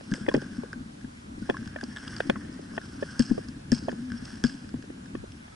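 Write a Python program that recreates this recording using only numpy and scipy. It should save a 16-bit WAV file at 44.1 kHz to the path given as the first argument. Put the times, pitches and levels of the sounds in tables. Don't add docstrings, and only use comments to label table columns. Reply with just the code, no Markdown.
import sys
import numpy as np
from scipy import signal
from scipy.io import wavfile
from scipy.ndimage import uniform_filter1d

SR = 44100
rng = np.random.default_rng(int(sys.argv[2]) if len(sys.argv) > 2 else 0)


def wav_out(sig):
    wavfile.write(sys.argv[1], SR, np.round(np.clip(np.atleast_2d(sig).T, -1, 1) * 32767).astype(np.int16))


def makeup_ratio(level_db):
    decades = np.asarray(level_db, float) / 20
    return 10 ** decades


N = 244975


def evened(x):
    return x / np.sqrt(np.mean(x ** 2) + 1e-20)


def add(mix, s, sound):
    part = mix[..., round(s * SR):][..., :sound.shape[-1]]
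    part += sound[..., :part.shape[-1]]


def ports(common, opposed):
    return np.array([common + opposed, common - opposed])


def swell(t, rise_s):
    u = t / rise_s
    return u * np.exp(1 - u)


def flutter(ms, depth_db):
    span = round(ms * SR / 1000)
    wobble = uniform_filter1d(rng.standard_normal(N), span, mode="wrap")
    wobble = uniform_filter1d(wobble, span, mode="wrap")
    return makeup_ratio(depth_db * evened(wobble))


def resonate(x, hz, width):
    turn = np.exp(2j * np.pi * np.cumsum(hz) / SR)
    r = np.exp(-np.pi * width / SR)
    return 2 * (turn * signal.lfilter([1 - r], [1, -r], x / turn)).real


def noise(points, patchy_db):
    hz = np.fft.rfftfreq(1024, 1 / SR)
    a, b, patches = rng.standard_normal((N // 256 + 5, 513, 3)).T
    patches = uniform_filter1d(patches, size=12, axis=0)
    patches = evened(uniform_filter1d(patches, size=10, axis=1))
    f, db = np.transpose(points)
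    level = np.interp(np.log(hz + 1), np.log(f + 1), db, -120, -120)[:, None] + patchy_db * patches
    return evened(signal.istft((a + 1j * b) * makeup_ratio(level), nperseg=1024, noverlap=768)[1][:N])


# pitch in Hz, width in Hz, level in dB.
WALL = [
    [(1543, 31, -6.5), (1638, 97, 5)],
    [(3330, 384, 19), (2930, 390, 11.5)],
    [(5144, 580, 27.5), (6050, 1400, 24), (7190, 410, 10), (4530, 1100, 0)],
]


def wall(x, group):
    t = np.arange(1200) / SR
    ring = sum(makeup_ratio(db) * np.exp(-np.pi * width * t) * np.sin(2 * np.pi * hz * t)
               for hz, width, db in WALL[group])
    ring *= 1 - np.exp(-t / 0.000084)
    return signal.oaconvolve(x, ring / abs(ring).max())[:N]


def crackle(count, ms):
    burst = rng.standard_normal(count) * np.exp(-np.arange(count) / (ms * SR / 1000))
    return 1.9 * burst / np.linalg.norm(burst) + 0.61 * np.eye(1, count)[0]


def through_wall(drive):
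    bare = makeup_ratio(-21) * np.diff(drive[2], prepend=0)
    return sum(wall(d, group) for group, d in enumerate(drive)) + bare


# pitch in Hz, level in dB per Hz.
HISS = [(410, -12), (700, -1), (1500, 1), (2140, -4), (3850, -5), (5200, -6), (10500, -10.5), (11000, -8),
        (14300, -45), (22000, -120)]
# pitch in Hz, level in dB per Hz.
OPPOSED_HISS = [(12, -62), (20, -29), (61, -31), (90, -61), (227, -10), (406, -7), (706, -9), (1020, -11.5),
                (1480, -12), (11000, -33.5), (14300, -70), (22000, -120)]


def hiss():
    return ports(makeup_ratio(-59) * noise(HISS, patchy_db=1.0), makeup_ratio(-53) * noise(OPPOSED_HISS, patchy_db=2.5))


# time in seconds, level in dB.
WIND = [(0.0, -47), (0.31, -42), (0.74, -42.5), (1.16, -50.5), (1.37, -46), (1.56, -41.5), (1.84, -45.5),
        (2.46, -40.5), (2.81, -43.5), (3.32, -41.5), (3.55, -45), (3.79, -43), (3.94, -37.5), (4.05, -47),
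        (4.27, -45.5), (5.01, -44), (5.22, -49), (5.55, -51)]
# pitch in Hz, level in dB per Hz.
RUMBLE = [(76, -52), (130, -6), (175, -4), (228, 1.5), (270, -0.5), (330, -12), (420, -20.5), (600, -26.5),
          (900, -50), (1500, -120)]
# pitch in Hz, level in dB per Hz.
DEEP = [(12, -57), (20, -27), (38, -18), (58, -18), (86, -3.5), (140, -10.5), (180, -40), (310, -120)]


def wind():
    lid_db = np.interp(np.arange(N) / SR, *np.transpose(WIND))
    lid = makeup_ratio(lid_db) * noise(RUMBLE, patchy_db=1.2) * flutter(ms=21, depth_db=0.8)
    deep = ports(noise(DEEP, patchy_db=1.5), 0.16 * noise(DEEP, patchy_db=5.5))
    return ports(lid, 0.12 * lid) + makeup_ratio(-50) * flutter(ms=130, depth_db=2.0) * deep


# time in seconds, gear rustle in dB, cloth and grass over gear in dB.
MOVES = [(0, -70, 5), (0.129, -55.5, -3), (.43, -54.5, -4.5), (.66, -58.5, -7.5), (.82, -71, -6),
         (1.36, -75, 3), (1.46, -55, -4), (1.73, -57, -9.5), (2.13, -46.5, -5), (2.36, -52, -14.5),
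         (2.84, -59, -0.5), (3.1, -50.5, -5), (3.352, -56.5, -3), (3.75, -65, -14), (3.92, -56.5, -8),
         (4.06, -60.5, -6.5), (4.28, -49.5, -4), (4.6, -66.5, -7.5)]
# time in seconds, pitch in Hz.
GEAR_HZ = [(0, 1520), (2.1, 1690), (2.3, 1710), (2.62, 1790), (2.8, 1400), (3.3, 1590), (3.6, 1670),
           (4.5, 1636), (5.55, 1540)]


def rustle():
    t = np.arange(N) / SR
    s, *columns = np.transpose(MOVES)
    gear_db, over_db = (np.interp(t, s, c) for c in columns)
    cloth_db = gear_db + over_db + 2 * np.maximum(t - s[-1], 0)
    bright_db = -62 + 0.96 * (cloth_db + 59.5)
    gear_hz = np.interp(t, *np.transpose(GEAR_HZ)) * flutter(ms=55, depth_db=0.13)

    grains_per_s = 700
    grains = makeup_ratio(1.9 * np.minimum(rng.exponential(1, N), 5)) * (rng.random(N) < grains_per_s / SR)
    drive = evened(grains * rng.standard_normal(N)) * 0.52 + rng.standard_normal(N)

    bright = resonate(drive, np.full(N, 7800.), width=1080)
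    bright = makeup_ratio(bright_db - 5.0) * evened(resonate(bright, np.full(N, 8200.), width=61000))
    cloth = 0.73 * evened(wall(drive, 2)) + 0.45 * evened(wall(drive, 1))
    cloth = evened(cloth + 0.81 * evened(resonate(drive, np.full(N, 5300.), width=480)))
    gear = evened(resonate(resonate(drive, gear_hz, width=198), gear_hz, width=9500))
    gear = evened(gear + 0.76 * evened(wall(drive, 0)))

    air = makeup_ratio(gear_db) * gear * flutter(ms=14.4, depth_db=2.0)
    return air + (makeup_ratio(cloth_db) * cloth + bright) * flutter(ms=11.6, depth_db=2.5)


# start in seconds, level in dB, 1 kHz share in dB, 1.8 kHz share in dB.
TAPS = [(.007, -48, 2, -12), (.263, -47.5, 8, 3), (.313, -43, 6, -7), (.421, -37, -6, -20),
        (.734, -45.5, -4, -15), (1.045, -58.5, -8, -2), (1.544, -50, 3, -8), (1.83, -36.5, 1.5, -24),
        (2.356, -48, 7, -2), (2.447, -45, -12, -18), (2.591, -37, -21, -34), (2.739, -46, -6, -21),
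        (3.028, -33, 1, -18), (3.926, -38.5, -2, -23), (4.643, -49.5, -10, -8), (4.739, -44, -0.5, -13),
        (4.84, -44.5, -16, -18), (4.9, -41.5, -6, -20), (5.238, -39.5, -14, -33), (5.479, -53.5, 7, -7),
        (3.196, -27.5, -18, -14), (3.72, -29, -11, -20), (4.439, -29.5, -13, -16)]
# start in seconds, level in dB, low ring in Hz,
# 1 kHz share in dB, 1.8 kHz share in dB.
KNOCKS = [(.281, -26, 330, 1, -36), (.2845, -17, 380, -17, -20), (0.294, -28.5, 504, -13, -24),
          (.3437, -23, 412, -2.5, -14.5), (0.352, -25, 354, -5, -27), (0.363, -26, 432, -16, -36),
          (0.376, -32, 366, -6, -41), (0.633, -33.5, 390, -3.5, -36), (1.491, -34, 397, 10, -16),
          (1.496, -23, 379, -7, -10), (1.505, -32, 520, 2, -14), (1.759, -34.5, 607, -4, -9),
          (2.203, -27.5, 468, -6, -8.5), (2.297, -17, 535, -1, -12), (2.303, -35, 570, -19, -36),
          (2.777, -31.5, 643, 4, -3), (3.0245, -26, 407, -15, -26), (3.313, -35, 414, -5, -28),
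          (3.378, -28.5, 470, -12, -32), (3.387, -34, 356, -31, -36), (3.883, -26.5, 593, -0.5, -24),
          (3.89, -38, 443, 3.5, -3), (5.15, -33, 357, -15, -17)]
# pitch in Hz, common level in dB, opposed level in dB, opposed lag in radians.
BASE = [(547, -6.5, -6, 0.74), (424, -12.5, 0.5, 1.6)]
MOUNT = [
    [(673, -8, -21, 1.2), (848, -9.5, -8, 1.4), (1068, -11.5, -13, 1.6)],
    [(1780, 7.5, -0.5, 1.1), (1520, 0.5, -12, 1.4), (1460, -9, -8, 1.4), (2280, -53, -15, 1.4)],
    [(3300, 1.5, -2, 1.2), (2516, 0.5, 8, 0.87), (2970, -3.5, 6, 1.6)],
]


def knocks():
    out = np.zeros((2, N))
    t = np.arange(3000) / SR
    taps = [(s, db, 378, *shares) for s, db, *shares in TAPS]
    for s, db, low_hz, *shares in KNOCKS + taps:
        shares = [*shares, -9 + 0.64 * shares[1]]
        base = [(low_hz, -.5, -3, 1.9), *BASE]
        for share_db, modes in zip([0, *shares], [base, *MOUNT]):
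            for hz, common_db, opposed_db, lag in modes:
                detune, lift, turn, late, long = rng.standard_normal(5)
                ring_s = 0.0033 * np.exp(0.16 * long) * (500 / hz) ** 0.21
                phase = 2 * np.pi * hz * (1 + 0.023 * detune) * t
                ring = 2.66 * (1 - np.exp(-t / 0.0013)) * np.exp(-t / ring_s)
                ring *= makeup_ratio(db + share_db + 0.81 * lift)
                opposed = makeup_ratio(opposed_db) * np.sin(phase - lag + 0.87 * turn)
                both = ports(makeup_ratio(common_db) * np.sin(phase), opposed)
                delay_s = 0.000705 * abs(late) + 0.001573 * np.tanh(hz / 1800)
                add(out, s + delay_s, ring * both)
        u = t / 0.0026
        jolt = makeup_ratio(db - 14.0) * u * (1 - u / 2) * np.exp(1 - u)
        crack = resonate(rng.standard_normal((2, len(t))), np.full(len(t), 900.), width=1100)
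        crack *= u * np.exp(-u / 1.3)
        crack_db = db - 6.0 + 0.44 * shares[0]
        add(out, s, ports(-jolt, 0.6 * jolt) + makeup_ratio(crack_db) * ports(crack[0], 1.2 * crack[1]))
    return out


# start in seconds, pitch in
# Hz, level in dB, swell in ms.
RINGS = [(.007, 550, -46, 3.4), (.145, 530, -39.5, 2.4), (.181, 438, -39, 2.1), (.263, 2040, -38, 1.6),
         (.313, 1050, -35.5, 3.8), (.316, 1600, -43, 2.9), (.345, 630, -29, 1.8), (.383, 1710, -54, 5),
         (.64, 478, -40.5, 4), (0.737, 1100, -53, 3.5), (1.044, 1620, -46.5, 2.7), (1.425, 1496, -45, 2.8),
         (1.541, 1670, -39, 2.7), (1.544, 1075, -34, 2.9), (1.758, 876, -40, 1.7), (1.76, 1758, -37, 3),
         (2.076, 1230, -44.5, 2.8), (2.297, 1060, -35, 1.5), (2.298, 2130, -26, 0.96),
         (2.304, 4330, -51, 4.3), (2.357, 1310, -34, 1.4), (2.358, 1960, -46, 2.8), (2.446, 570, -54, 2.6),
         (2.736, 1150, -44, 1.1), (2.776, 860, -42, 1.8), (2.778, 386, -30, 2.5), (3.027, 1760, -31.5, 2.2),
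         (3.302, 1700, -37.5, 1.9), (3.312, 740, -44, 2.3), (3.378, 1185, -46, 2.8), (3.879, 366, -28, 3.3),
         (5.15, 1125, -40.5, 2.4), (5.237, 760, -65, 2), (5.52, 1300, -56, 8.8), (.139, 2020, -32, 1.1),
         (0.289, 3330, -31, 2.15), (1.497, 3340, -38, 2), (2.203, 664, -26, 1.3), (2.36, 1070, -39.5, 3.3),
         (3.027, 531, -32, 3), (3.722, 520, -36, 3), (4.741, 420, -39, 2), (5.15, 355, -37, 3.8),
         (1.76, 663, -46, 5), (1.838, 4860, -44, 1.5), (2.079, 4980, -36.5, 1.3), (2.165, 4780, -35.5, 1.5),
         (2.2037, 1590, -19, 1.44), (3.7184, 1690, -26, 1.6), (4.4386, 1653, -25, 2.4),
         (.2822, 400, -19.5, 3.1), (.3443, 450, -12.5, 0.75), (1.962, 7900, -54, 5.7),
             (2.527, 5200, -48, 1.5), (5.32, 5300, -52, 1.5), (1.576, 5300, -46, 1.2),
             (3.7545, 5800, -40, 1.2), (0.12, 1620, -28.5, 1.9), (.139, 6100, -34, 0.7),
             (.151, 8700, -50, 1.5), (.117, 6100, -46, 1.3), (.347, 1880, -29, 1.6), (.291, 1650, -28, 1.7),
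             (3.7468, 4300, -37, 1), (3.7475, 8200, -41, 1.3), (4.467, 4400, -43, 0.85),
             (3.2225, 8200, -42, 1.2)]


def rings():
    out = np.zeros((2, N))
    t = np.arange(3000) / SR
    for s, hz, db, ms in RINGS:
        phase = 2 * np.pi * hz * t
        both = ports(np.sin(phase), 0.33 * np.sin(phase - 1.4))
        add(out, s, makeup_ratio(db) * swell(t, np.clip(ms, .8, 12) / 1000) * both)
    return out


# start in seconds, level in dB, pitch in Hz.
THUMPS = [(.117, -18.5, 191), (0.129, -22, 254), (.178, -45, 251), (0.213, -27, 213), (0.237, -38, 219),
          (0.372, -21.5, 221), (1.043, -28.5, 241), (1.377, -32, 283), (1.42, -25.5, 227), (1.6, -34, 243),
          (1.666, -30.5, 184), (1.883, -31.5, 231), (2.254, -32, 279), (2.269, -30, 278),
          (2.294, -18.5, 217), (2.363, -27.5, 203), (3.351, -31, 220), (3.485, -29, 243),
          (3.824, -32.5, 286), (3.992, -31, 225), (4.119, -27, 219), (4.14, -31.5, 228),
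          (4.224, -31.5, 229), (4.543, -32.5, 245), (4.741, -23, 250), (4.897, -33.5, 282),
          (5.147, -30, 256), (5.17, -35, 220), (0.071, -51, 198), (.478, -49, 215), (0.523, -34.5, 245),
          (0.759, -36, 242), (0.776, -33, 246), (0.807, -31, 228), (.86, -37, 218), (1.495, -22, 250),
          (1.56, -47, 242), (1.618, -30.5, 244), (1.642, -44, 235), (1.756, -39, 261), (1.921, -39, 229),
          (2.119, -46, 213), (2.173, -41, 231), (2.2, -44, 277), (2.396, -40, 235), (2.491, -33.5, 280),
          (2.74, -41, 187), (2.779, -39, 284), (3.568, -40.5, 279), (4.329, -37, 220), (4.502, -35, 228),
          (4.673, -34.5, 223), (4.789, -37, 278), (4.835, -44, 251), (5.231, -37.5, 265)]
# start in seconds, level in dB, pitch in Hz, #
# swell in ms, left over right in dB.
BOOMS = [(3.196, -24.5, 236, 3.1, 7.5), (3.7202, -28, 234, 2.3, 6.5), (4.4405, -23.5, 240, 2.5, 8),
         (.35, -23.5, 285, 2.8, 2), (0.3426, -15, 289, 3.3, -1), (0.582, -24.5, 238, 6.8, 3),
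         (1.83, -32.5, 243, 15, 2), (2.067, -37.5, 257, 9.3, 1), (2.979, -38.5, 267, 9.2, 0),
         (3.196, -13.5, 237, 8.2, 6.5), (3.298, -26.5, 226, 4.4, 4), (3.3135, -14.5, 237, 3.8, 6.5),
         (3.3097, -20.5, 238, 4.2, 10), (3.323, -25, 229.6, 6.1, 9), (3.7206, -13, 237, 7.4, 7),
         (3.884, -33, 246, 21, -6), (4.4409, -15.5, 239.7, 8.5, 7)]


def thumps():
    out = np.zeros((2, N))
    t = np.arange(6000) / SR
    lag = np.c_[[0.22, -0.22]]
    push = makeup_ratio(-9.5) * np.sin(2 * np.pi * 140 * t) * np.exp(-t / 0.017)
    push += makeup_ratio(-30.5) * (t / 0.0046) * np.exp(1 - t / 0.0069)
    short = [(*row, 4.32, 3) for row in THUMPS]
    for s, db, hz, ms, pan_db in short + BOOMS:
        u = t / (np.clip(ms, 2, 16) / 1000)
        rise = u ** 0.85 * np.exp(.3 - 0.34 * u ** 2) + 0.22 * np.tanh(u) * np.exp(-t / 0.022)
        tone = rise * np.sin(2 * np.pi * hz * t + lag)
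        octave = makeup_ratio(-29.0) * rise ** 2 * np.cos(4 * np.pi * hz * t) * np.tanh(u)
        add(out, s, -makeup_ratio(db + np.c_[[pan_db, -pan_db]] / 2) * (tone + octave + push))
    return out


# start in seconds, snap in dB,
# 1.6 kHz share in dB, 3.3 kHz share in dB.
TICKS = [(0.1148, -35, -7, -7), (0.3237, -42, -3, -6), (0.34, -26, -5, -8), (0.3655, -34.5, -10, -8),
         (0.4168, -35.5, -5, -7), (0.7303, -38.5, 3, -13), (1.5683, -40, 4.5, -6),
         (1.6582, -43, -6.5, -3.5), (1.6752, -36.5, -7, -8), (1.7859, -51, 8, -3),
         (1.8111, -36, -2.5, -3.5), (1.838, -30, -14.5, -12), (1.97, -41.5, 8, 5.5),
         (1.9832, -36, -8.5, -7), (2.078, -35, -10, 0.5), (2.164, -31.5, -10, -8), (2.183, -33, -15, -12),
         (2.2037, -36, -1, 5.5), (2.2976, -32, -4, 6.5), (2.527, -45, -15, -24), (2.7666, -39, -3.5, -3),
         (3.302, -45, -6, -14), (3.4858, -33, -13.5, -23), (3.9163, -37.5, -2.5, -7),
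         (4.119, -38.5, -2.5, -7), (4.254, -33, -13, -9), (4.356, -37, -25, -11), (4.691, -42.5, -6, -8),
         (4.825, -42, -7, -8), (5.3198, -41.5, -26, -0.5)]
# start in seconds, level in dB.
MORE_TICKS = [(0.264, -48), (0.288, -34.5), (0.295, -44), (1.497, -35.5), (1.962, -36.5), (1.012, -53.5),
              (1.6282, -48.5), (2.8148, -45), (2.887, -53.5), (3.458, -62), (4.102, -44), (4.224, -54),
              (4.3037, -44), (4.331, -49), (4.34, -46), (4.5494, -52), (5.0579, -48)]


def ticks():
    drive, pings = np.zeros((3, N)), np.zeros(N)
    t = np.arange(900) / SR
    for s, db, low_db, mid_db in TICKS + [(*row, 0.5, -5) for row in MORE_TICKS]:
        hz = (5150 - 30 * (db + 44.0)) * (1 + .02 * rng.standard_normal())
        add(drive, s, makeup_ratio(db + np.c_[[low_db, mid_db, -4]]) * crackle(count=600, ms=2.4))
        add(pings, s, makeup_ratio(db - 6) * swell(t, 0.00036) * np.sin(2 * np.pi * hz * t))
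    return through_wall(drive) + pings


# start in seconds, snap in dB, 1.6 kHz share in dB, 3.3 kHz share in dB, echo body
# over shimmer in dB.
SHOTS = [
    (0.1382, -34, 2, 3, -2),
    (3.1941, -21, -11.5, -9, 9),
    (3.7186, -21.5, -11, -10.5, 10.5),
    (4.4392, -24, -9.5, -5, 8),
]


def shots():
    drive, pings = np.zeros((3, N)), np.zeros(N)
    t = np.arange(SR // 2) / SR
    ping_t = t[:900]
    ping = swell(ping_t, 0.00055) * np.sin(2 * np.pi * 5250 * ping_t)
    ragged = flutter(ms=1.5, depth_db=3.5)
    thin = makeup_ratio(np.c_[[-3, -4, 0]])
    for s, db, low_db, mid_db, body_db in SHOTS:
        size = makeup_ratio(db + np.c_[[low_db, mid_db, 0]])
        add(drive, s, size * crackle(count=600, ms=1.0))
        add(pings, s, makeup_ratio(db) * ping)
        echo_db = -16.5 + 0.27 * body_db - 15.5 - 60 * t / 0.58
        echo = rng.standard_normal(len(t)) * makeup_ratio(echo_db) * (1 - np.exp(-t / 0.00075))
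        add(drive, s, size * thin * echo * ragged[round(s * SR):][:len(t)])
        shimmer = resonate(echo, np.full(len(t), 7900.), width=1260)
        add(pings, s, makeup_ratio(db + 21.0 - 0.92 * body_db) * shimmer)
    return through_wall(drive) + pings


# start in seconds, level in dB, 1.6 kHz share in dB.
ACTION = [(0.155, -39, 1), (.164, -42, -5), (0.17, -45, -9), (3.2043, -31, -1), (3.210, -37, -6),
          (3.213, -44, -12), (3.2222, -29.5, -25), (3.228, -43, -16), (3.233, -44, -10), (3.254, -43, -4),
          (3.2947, -44, -17), (3.7268, -31, 2), (3.734, -40, -10), (3.737, -35, -19), (3.7468, -32, -25),
          (3.747, -35, -25), (3.753, -45, -13), (3.758, -47, -15), (3.766, -41, -19), (3.776, -37, -4),
          (3.782, -41, -17), (3.788, -44, -2), (4.447, -31, 6.5), (4.4575, -37, -3), (4.46, -47, -18),
          (4.467, -31.5, -20), (4.478, -41, -13), (4.481, -43, -15), (4.487, -49, -12), (4.495, -43, 4),
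          (4.499, -48, -4), (4.5244, -42, -17), (4.54, -48, -4)]


def clacks():
    drive, pings = np.zeros((3, N)), np.zeros(N)
    t = np.arange(900) / SR
    for s, db, low_db in ACTION:
        hz = 5150 * (1 + 0.048 * rng.standard_normal())
        add(drive, s, makeup_ratio(db + np.c_[[low_db - 4, -9, 0]]) * crackle(count=600, ms=2.0))
        add(pings, s, makeup_ratio(db - 5.0) * swell(t, 0.0021) * np.sin(2 * np.pi * hz * t))
    return through_wall(drive) + pings


# time in seconds, pitch in Hz, level in dB.
MOAN = [
    (3.94, 255.5, -33),
    (3.974, 220.8, -45),
    (4.03, 250.1, -40),
    (4.078, 257.5, -41.5),
    (4.15, 230.3, -38),
    (4.2, 239, -47),
]


def moan():
    out = np.zeros((2, N))
    s, hz, db = np.transpose(MOAN)
    t = np.arange(s[0], s[-1], 1 / SR)
    note = np.sin(2 * np.pi * np.cumsum(np.interp(t, s, hz)) / SR)
    note *= makeup_ratio(np.interp(t, s, db) + 6.5) * signal.windows.tukey(len(t), .3)
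    add(out, s[0], note * makeup_ratio(np.c_[[1.5, -1.5]]))
    return out


# start in seconds, length in seconds, first pitch in Hz,
# last pitch in Hz, level in dB.
WHIZZ = (4.166, .032, 5800, 5250, -47)


def whizz():
    out = np.zeros(N)
    s, length, from_hz, to_hz, db = WHIZZ
    glide = to_hz + (from_hz - to_hz) * np.linspace(1, 0, round(length * SR)) ** 2
    add(out, s, makeup_ratio(db) * np.hanning(len(glide)) * np.sin(2 * np.pi * np.cumsum(glide) / SR))
    return out


def scene():
    shaken = hiss() + wind() + knocks() + rings() + thumps() + moan()
    air = rustle() + ticks() + shots() + clacks() + whizz()
    air = air + 0.86 * air ** 2 - 3.7 * air ** 3
    late = np.roll(air, shift=7)
    return ports(air, 0.32 * np.diff(late, prepend=0)) + shaken


def low_pass(x):
    return signal.sosfilt(signal.butter(12, 11940, fs=SR, output="sos"), x)


def record(dry):
    lowpass = signal.firwin(511, 11020, window=("kaiser", 9), fs=SR)
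    low = signal.oaconvolve(dry, lowpass[None], "same")
    top = dry - low
    power = abs(uniform_filter1d(top ** 2, size=90))
    sharp = power / (power + makeup_ratio(-56) ** 2)
    return low_pass(low + makeup_ratio(-15) * sharp * top)


dry = scene()
out = record(dry)
wav_out(out)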